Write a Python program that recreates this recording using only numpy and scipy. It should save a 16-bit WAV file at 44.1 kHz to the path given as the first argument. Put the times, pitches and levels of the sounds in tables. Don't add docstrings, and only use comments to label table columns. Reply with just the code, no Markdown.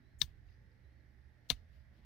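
import sys
import numpy as np
from scipy import signal
from scipy.io import wavfile
from scipy.ndimage import uniform_filter1d

SR = 44100
rng = np.random.default_rng(int(sys.argv[2]) if len(sys.argv) > 2 else 0)


def linear_from_db(decibels):
    return 10 ** (np.asarray(decibels, float) / 20)


def dump_mix(stems):
    frames = np.atleast_2d(stems).T
    limited = np.clip(frames, -1, 1)
    pcm = np.round(limited * 32767).astype(np.int16)
    wavfile.write(sys.argv[1], SR, pcm)


N = 90404


def evened(x):
    return x / np.sqrt(np.mean(x ** 2) + 1e-20)


def read(points, hz):
    f, value = np.transpose(points)
    return np.interp(np.log(hz + 1), np.log(f + 1), value)


def sides(pan_db):
    ratio = linear_from_db(pan_db)
    return np.array([2 * ratio / (1 + ratio), 2 / (1 + ratio)])


def noise(shape, pan, same, patchy_db, size=1024):
    hz = np.fft.rfftfreq(size, 1 / SR)
    frames = 4 * N // size + 5
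    a, b, c, d, patches = rng.standard_normal((frames, len(hz), 5)).T
    patches = uniform_filter1d(patches, size=10, axis=0)
    patches = evened(uniform_filter1d(patches, size=12, axis=1))
    like = np.clip(read(same, hz), 0, 1)[:, None]
    left = a + 1j * b
    right = like * left + np.sqrt(1 - like ** 2) * (c + 1j * d)
    inside = (hz >= shape[0][0]) & (hz <= shape[-1][0])
    port_gain = (sides(read(pan, hz)) * inside)[:, :, None]
    spectra = np.array([left, right]) * port_gain
    spectra = spectra * linear_from_db(read(shape, hz)[:, None] + patchy_db * patches)
    x = signal.istft(spectra, nperseg=size, noverlap=3 * size // 4)[1]
    x = x[:, size // 2:size // 2 + N]
    return x / np.sqrt(np.mean(x.mean(0) ** 2))


def struck(s, rise_s, t60_s, hold_s=0):
    t = np.arange(N) / SR - s
    return np.exp(np.minimum(t + hold_s, 0) / rise_s) * linear_from_db(-60 * np.maximum(t, 0) / t60_s)


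def ring(s, hz, db, rise_s, t60_s, pan_db, hold_s=0):
    t = np.arange(N) / SR - s + hold_s / 2
    envelope = linear_from_db(db) * struck(s, rise_s, t60_s, hold_s)
    return sides(pan_db)[:, None] * envelope * np.cos(2 * np.pi * hz * t)


def just_before(s, length_s):
    u = np.clip((np.arange(N) / SR - s) / length_s + 1, 0, 1)
    return np.minimum(4 * u, 1) * (u < 1)


def bump(centre_s, length_s):
    t = np.arange(N) / SR
    return np.exp(-(2 * (t - centre_s) / length_s) ** 2)


# hz, left_minus_right_db
FAR_PAN = [(60, -8.5), (250, -4.5), (900, -3), (1700, -11.5), (2300, -3), (3000, 2.5), (4500, 15),
           (8000, 4)]
# hz, likeness_0_to_1
FAR_LIKENESS = [(60, 0.66), (180, 0.69), (550, 0.44), (1650, 0.21), (4970, 0.22), (15000, 0.03)]
# hz, level_db_per_hz
RUMBLE = [(20, -18.5), (40, -8.5), (65, -2.5), (90, -9), (105, -16.5), (200, -19), (320, -25.5),
          (900, -34.5)]
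# hz, level_db_per_hz
TYRE_HISS = [(900, -11), (1250, -10), (1900, 1.5), (2600, -13), (5600, -19.5), (7000, -30), (14800, -28.5),
             (16100, -40)]
# start_s, pitch_hz, level_db
ENGINE = [(0.0, 81.9, -73.5), (0.23, 76.1, -62), (0.58, 78, -71), (0.71, 67.58, -66), (1.22, 67.43, -62),
          (1.33, 78.54, -61), (1.45, 71.1, -74), (1.52, 78.9, -63.5), (1.68, 83, -59), (1.729, 70.8, -57.5),
          (1.94, 68.37, -67.5), (2.05, 61.7, -57.5)]
RUMBLE_DB, TYRE_HISS_DB = -63.5, -79
HUM_HZ, HUM_DB = 119.8, -67.5


def background():
    t = np.arange(N) / SR
    waver = evened(uniform_filter1d(rng.standard_normal((2, N)), size=4000))
    hum = linear_from_db(HUM_DB + .6 * waver[0]) * np.sin(2 * np.pi * HUM_HZ * t)
    s, hz, db = np.transpose(ENGINE)
    phase = 2 * np.pi * np.cumsum(np.interp(t, s, hz)) / SR
    engine = linear_from_db(np.interp(t, s, db) + 1.524 * waver[1]) * np.sin(phase)
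    rumble = linear_from_db(RUMBLE_DB) * noise(RUMBLE, FAR_PAN, FAR_LIKENESS, patchy_db=3.5, size=4096)
    hiss = linear_from_db(TYRE_HISS_DB) * noise(TYRE_HISS, FAR_PAN, FAR_LIKENESS, patchy_db=.5)
    return rumble + hiss + sides(-10)[:, None] * hum + sides(-8)[:, None] * engine


# start_s, length_s, from_hz, to_hz, level_db
WHISTLES = [
    (.02, .14, 3880, 4200, -91),
    (.58, .04, 4200, 4260, -99),
    (.65, .04, 4200, 4250, -97),
    (.83, .06, 3950, 4030, -90),
    (.89, .06, 4050, 4250, -95),
    (.95, .04, 4400, 4520, -95),
    (.995, .02, 4250, 4100, -92),
]
BIRD_GAIN_DB = 3


def bird():
    t, out = np.arange(N) / SR, np.zeros(N)
    flutter = linear_from_db(3.1 * evened(uniform_filter1d(rng.standard_normal(N), size=300)))
    for s, length_s, from_hz, to_hz, db in WHISTLES:
        u = np.clip((t - s) / length_s, 0, 1)
        phase = 2 * np.pi * np.cumsum(from_hz + (to_hz - from_hz) * u) / SR
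        out += linear_from_db(db) * np.sin(np.pi * u) ** 0.31 * np.sin(phase)
    return sides(8)[:, None] * linear_from_db(BIRD_GAIN_DB) * out * flutter


# start_s, level_db, jolt_db, grit_db, sizzle_db
SNAPS = [
    (0.2174, -11.5, -1.5, -4.5, 10.5),
    (1.5028, -10, 1.5, 1, 3),
]
# run_s, grit_t60_s, bright_grit_t60_s, lead_in_s, whisper_db, rebound_db
RELEASE = [
    (.0009, .07, 0.079, 0.017, 16, 4),
    (.001, .07, .07, .015, -9.5, 6.5),
]
# hz, level_db
CRACK = [(400, -30), (1500, -27.5), (3700, -12), (6100, -14.5), (7000, -19), (11000, -30.5), (14000, -22),
         (16000, -28.5)]
# hz, left_minus_right_db
NEAR_PAN = [(300, -5), (800, -5.5), (1600, -15.5), (2300, 5.5), (3500, 15), (5000, 21), (7000, 27),
            (16000, 19.5)]
# hz, left_minus_right_db
TAIL_PAN = [(300, -4.5), (900, -2.5), (1500, -10), (2300, 6), (3500, 13.5), (5000, 17.5), (9000, 19),
            (16000, 18.5)]
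CRACK_DB, CRACK_T60_S = -20, .014
RUN_RISE_S = .00045
SWELL_HZ, SWELL_DB, SWELL_S = 4150, -28, .007
LEAD_IN_DB = -49.5
WHISPER_DB, WHISPER_S, WHISPER_LEAD_S = -86.5, .020, .012


def cracks():
    crack = noise(CRACK, NEAR_PAN, [(100, 1.0), (16000, 0.61)], patchy_db=-2.5)
    whisper = noise([(5500, -4.5), (8000, 0), (11000, -9.5), (15000, -0.5), (16200, -8.5)],
                    TAIL_PAN, [(100, .5), (16000, .5)], patchy_db=4.5)
    out = np.zeros((2, N))
    for (s, db, _, _, _), (run_s, _, _, lead_in_s, whisper_db, _) in zip(SNAPS, RELEASE):
        out += ring(s, SWELL_HZ, db + SWELL_DB, .008, .003, 20) * just_before(s, SWELL_S)
        out += linear_from_db(LEAD_IN_DB) * crack * just_before(s, lead_in_s) * struck(s, .008, 1)
        out += linear_from_db(WHISPER_DB + whisper_db) * whisper * just_before(s - WHISPER_LEAD_S, WHISPER_S)
        out += linear_from_db(db + CRACK_DB) * crack * struck(s + run_s / 2, RUN_RISE_S / 2, CRACK_T60_S, run_s)
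    return out


# pitch_hz, level_db, t60_s, left_minus_right_db
STONE = [
    [(245.4, -37, .05, -9.5), (516, -46, 0.03, -5), (2135, -19.5, .015, 0), (1000, -36.5, 0.056, -9),
     (1195, -31, .03, -15), (1743, -19.5, 0.026, -20), (2880, -13, 0.00802, 14.5),
     (3620, -10.5, .014, 12.5), (3746, 1, .004, 16), (3250, -18, .008, 13), (4710, -14.5, 0.0059, 19),
     (5350, -14.5, 0.006, 22), (5900, -20.5, .007, 23)],
    [(251, -26.5, 0.1, -10.5), (468, -26, .04, -1), (591, -30, 0.051, -5.5), (716, -28, 0.06, -3.5),
     (997, -27.5, 0.04, -7.5), (1200, -33.5, .02, -12), (1740, -24.5, .025, -17), (2264, -26.5, 0.037, 2.5),
     (2904, -11.5, 0.0086, 16), (3171, -8.5, .01, 17), (3597, -11.5, 0.025, 17), (4026, -7.5, 0.0085, 19.5),
     (4675, -13, .007, 23.5), (5950, -17.5, 0.0035, 38.5)],
]
# delay_s, level_db
ECHOES = [
    [(.0022, -10.5), (.0043, -16), (.0082, -21), (.013, -24), (0.022, -36.5), (.027, -35.5)],
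    [(.0005, -3.5), (.0015, -10), (.005, -19), (.012, -19), (.0175, -26.5), (.028, -31)],
]
GRIP_HZ, GRIP_DELAY_S = 1500, .002
MODE_DB, THROWN_DB, THROWN_FROM_HZ = -8.5, -10.5, 2400


def ringing_stone():
    out = np.zeros((2, N))
    for (s, db, _, _, _), modes, echoes, (run_s, *_) in zip(SNAPS, STONE, ECHOES, RELEASE):
        thrown = np.zeros((2, N))
        for hz, mode_db, t60_s, pan_db in modes:
            late_s = GRIP_DELAY_S * (hz < GRIP_HZ)
            rise_s = RUN_RISE_S + late_s / 2
            out += ring(s + late_s, hz, db + MODE_DB + mode_db, rise_s, t60_s, pan_db, run_s)
            if hz > THROWN_FROM_HZ:
                thrown += ring(s, hz, db + THROWN_DB + mode_db, RUN_RISE_S, t60_s, pan_db * 0.72, run_s)
        for delay_s, echo_db in echoes:
            out += linear_from_db(echo_db) * np.roll(thrown, round(delay_s * SR), axis=1)
    return out


# hz, level_db
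GRIT = [(300, -14), (800, -13.5), (2300, -8), (3000, -4.5), (3600, -1), (4300, -3), (6000, -9), (8000, -24)]
# hz, level_db
SIZZLE = [(11500, -20), (13500, 1), (15500, 0), (16200, -14.5)]
# hz, level_db
DUST = [(5000, -7.5), (6500, -1.5), (9000, -3.5), (12000, -8), (16000, -12)]
GRIT_DB, DUST_DB, SIZZLE_DB = -37, -49.5, -62
REBOUND_S, REBOUND_WIDTH_S = .013, .0014
YARD_DB, SIZZLE_TAIL_DB, DUST_TAIL_DB, YARD_T60_S = -62, -77, -76, .22


def scattered_grit():
    grit = noise(GRIT, TAIL_PAN, [(100, 0.81), (16000, 1.0)], patchy_db=-3.5)
    sizzle = noise(SIZZLE, TAIL_PAN, [(100, .5), (16000, .5)], patchy_db=0.0)
    yard = noise(GRIT, TAIL_PAN, [(100, .5), (16000, .2)], patchy_db=1)
    dust = noise(DUST, NEAR_PAN, [(100, .8), (16000, .8)], patchy_db=3.0, size=256)
    t, out = np.arange(N) / SR, np.zeros((2, N))
    for (s, _, _, grit_db, sizzle_db), release in zip(SNAPS, RELEASE):
        _, grit_t60_s, bright_t60_s, _, _, rebound_db = release
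        rebound = linear_from_db(rebound_db * np.exp(-((t - s - REBOUND_S) / REBOUND_WIDTH_S) ** 2))
        coarse = linear_from_db(grit_db + GRIT_DB) * grit
        bright = linear_from_db(grit_db + DUST_DB) * dust + linear_from_db(sizzle_db + SIZZLE_DB) * sizzle
        out += rebound * coarse * struck(s, .0005, grit_t60_s)
        out += rebound * bright * struck(s, .0005, bright_t60_s)
        tail = linear_from_db(grit_db + YARD_DB) * yard + linear_from_db(SIZZLE_TAIL_DB) * sizzle + linear_from_db(DUST_TAIL_DB) * dust
        out += tail * struck(s, .002, YARD_T60_S)
    return out


# delay_s, pitch_hz, level_db, t60_s, left_minus_right_db
JOLT = [
    (.003, 138.5, -40.5, 0.079, -5.5),
    (.021, 55, -38.5, .1, -11.5),
    (.03, 36, -51, .3, -15.5),
]


def jolts():
    out = np.zeros((2, N))
    for s, _, jolt_db, _, _ in SNAPS:
        for delay_s, hz, mode_db, t60_s, pan_db in JOLT:
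            out += ring(s + delay_s + .25 / hz, hz, jolt_db + mode_db, .4 / hz, t60_s, pan_db)
    return out


# centre_s, length_s, level_db
SCRAPES = [
    (.28, 0.081, -82),
    (0.508, 0.092, -86),
    (1.463, .04, -88),
    (1.57, 0.091, -95),
    (1.755, 0.13, -83),
    (1.971, .1, -84.5),
    (2.05, 0.045, -85),
]
# hz, level_db
SCRAPE = [(900, -6.5), (2500, 6.5), (5000, 0), (8000, -18), (13000, -9.5), (16000, -14.5)]
# hz, level_db
SQUEAK = [(4500, -12), (4800, 7), (5250, -14), (5700, -5), (6050, -29), (6350, 0), (6600, -20)]
# start_s, pitch_hz, level_db, t60_s
TICKS = [
    (.489, 2750, -74.5, 0.023),
    (.489, 3950, -77, 0.014),
    (.718, 4860, -76.5, 0.0092),
    (1.567, 2950, -67.5, 0.031),
]
SQUEAK_S, SQUEAK_LENGTH_S, SQUEAK_DB = 0.54, 0.16, -90.5


def handling():
    stroke = sum(linear_from_db(db) * bump(s, length_s) for s, length_s, db in SCRAPES)
    grain = linear_from_db(1.5 * evened(uniform_filter1d(rng.standard_normal(N), size=150)))
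    out = noise(SCRAPE, TAIL_PAN, [(100, 0.65), (16000, 0.3995)], patchy_db=2.0) * stroke * grain
    squeak = noise(SQUEAK, TAIL_PAN, [(100, .6), (16000, .6)], patchy_db=3.5)
    out += linear_from_db(SQUEAK_DB) * squeak * bump(SQUEAK_S, SQUEAK_LENGTH_S)
    return out + sum(ring(s, hz, db, 0.0014, t60_s, 18) for s, hz, db, t60_s in TICKS)


# hz, level_db
SCUFF = [(90, -3), (200, 3.5), (500, -12), (1200, -20.5)]
SCUFF_S, SCUFF_LENGTH_S, SCUFF_DB = 1.994, 0.17, -69.5


def boot_scuff():
    gravel = noise(SCUFF, FAR_PAN, FAR_LIKENESS, patchy_db=5.5)
    return linear_from_db(SCUFF_DB) * gravel * bump(SCUFF_S, SCUFF_LENGTH_S)


def scene():
    snaps = cracks() + ringing_stone() + scattered_grit() + jolts()
    return background() + bird() + snaps + handling() + boot_scuff()


def roll_off(x):
    return signal.sosfilt(signal.butter(12, 16360, fs=SR, output="sos"), x)


KNEE, EDGE_HZ = .7, 16250


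def record(dry):
    rounded = KNEE * np.tanh(dry / KNEE)
    edge = signal.firwin(255, EDGE_HZ, window=("kaiser", 8), fs=SR)[None]
    mix = signal.oaconvolve(rounded, edge, "same")
    return roll_off(mix)


dry = scene()
out = record(dry)
dump_mix(out)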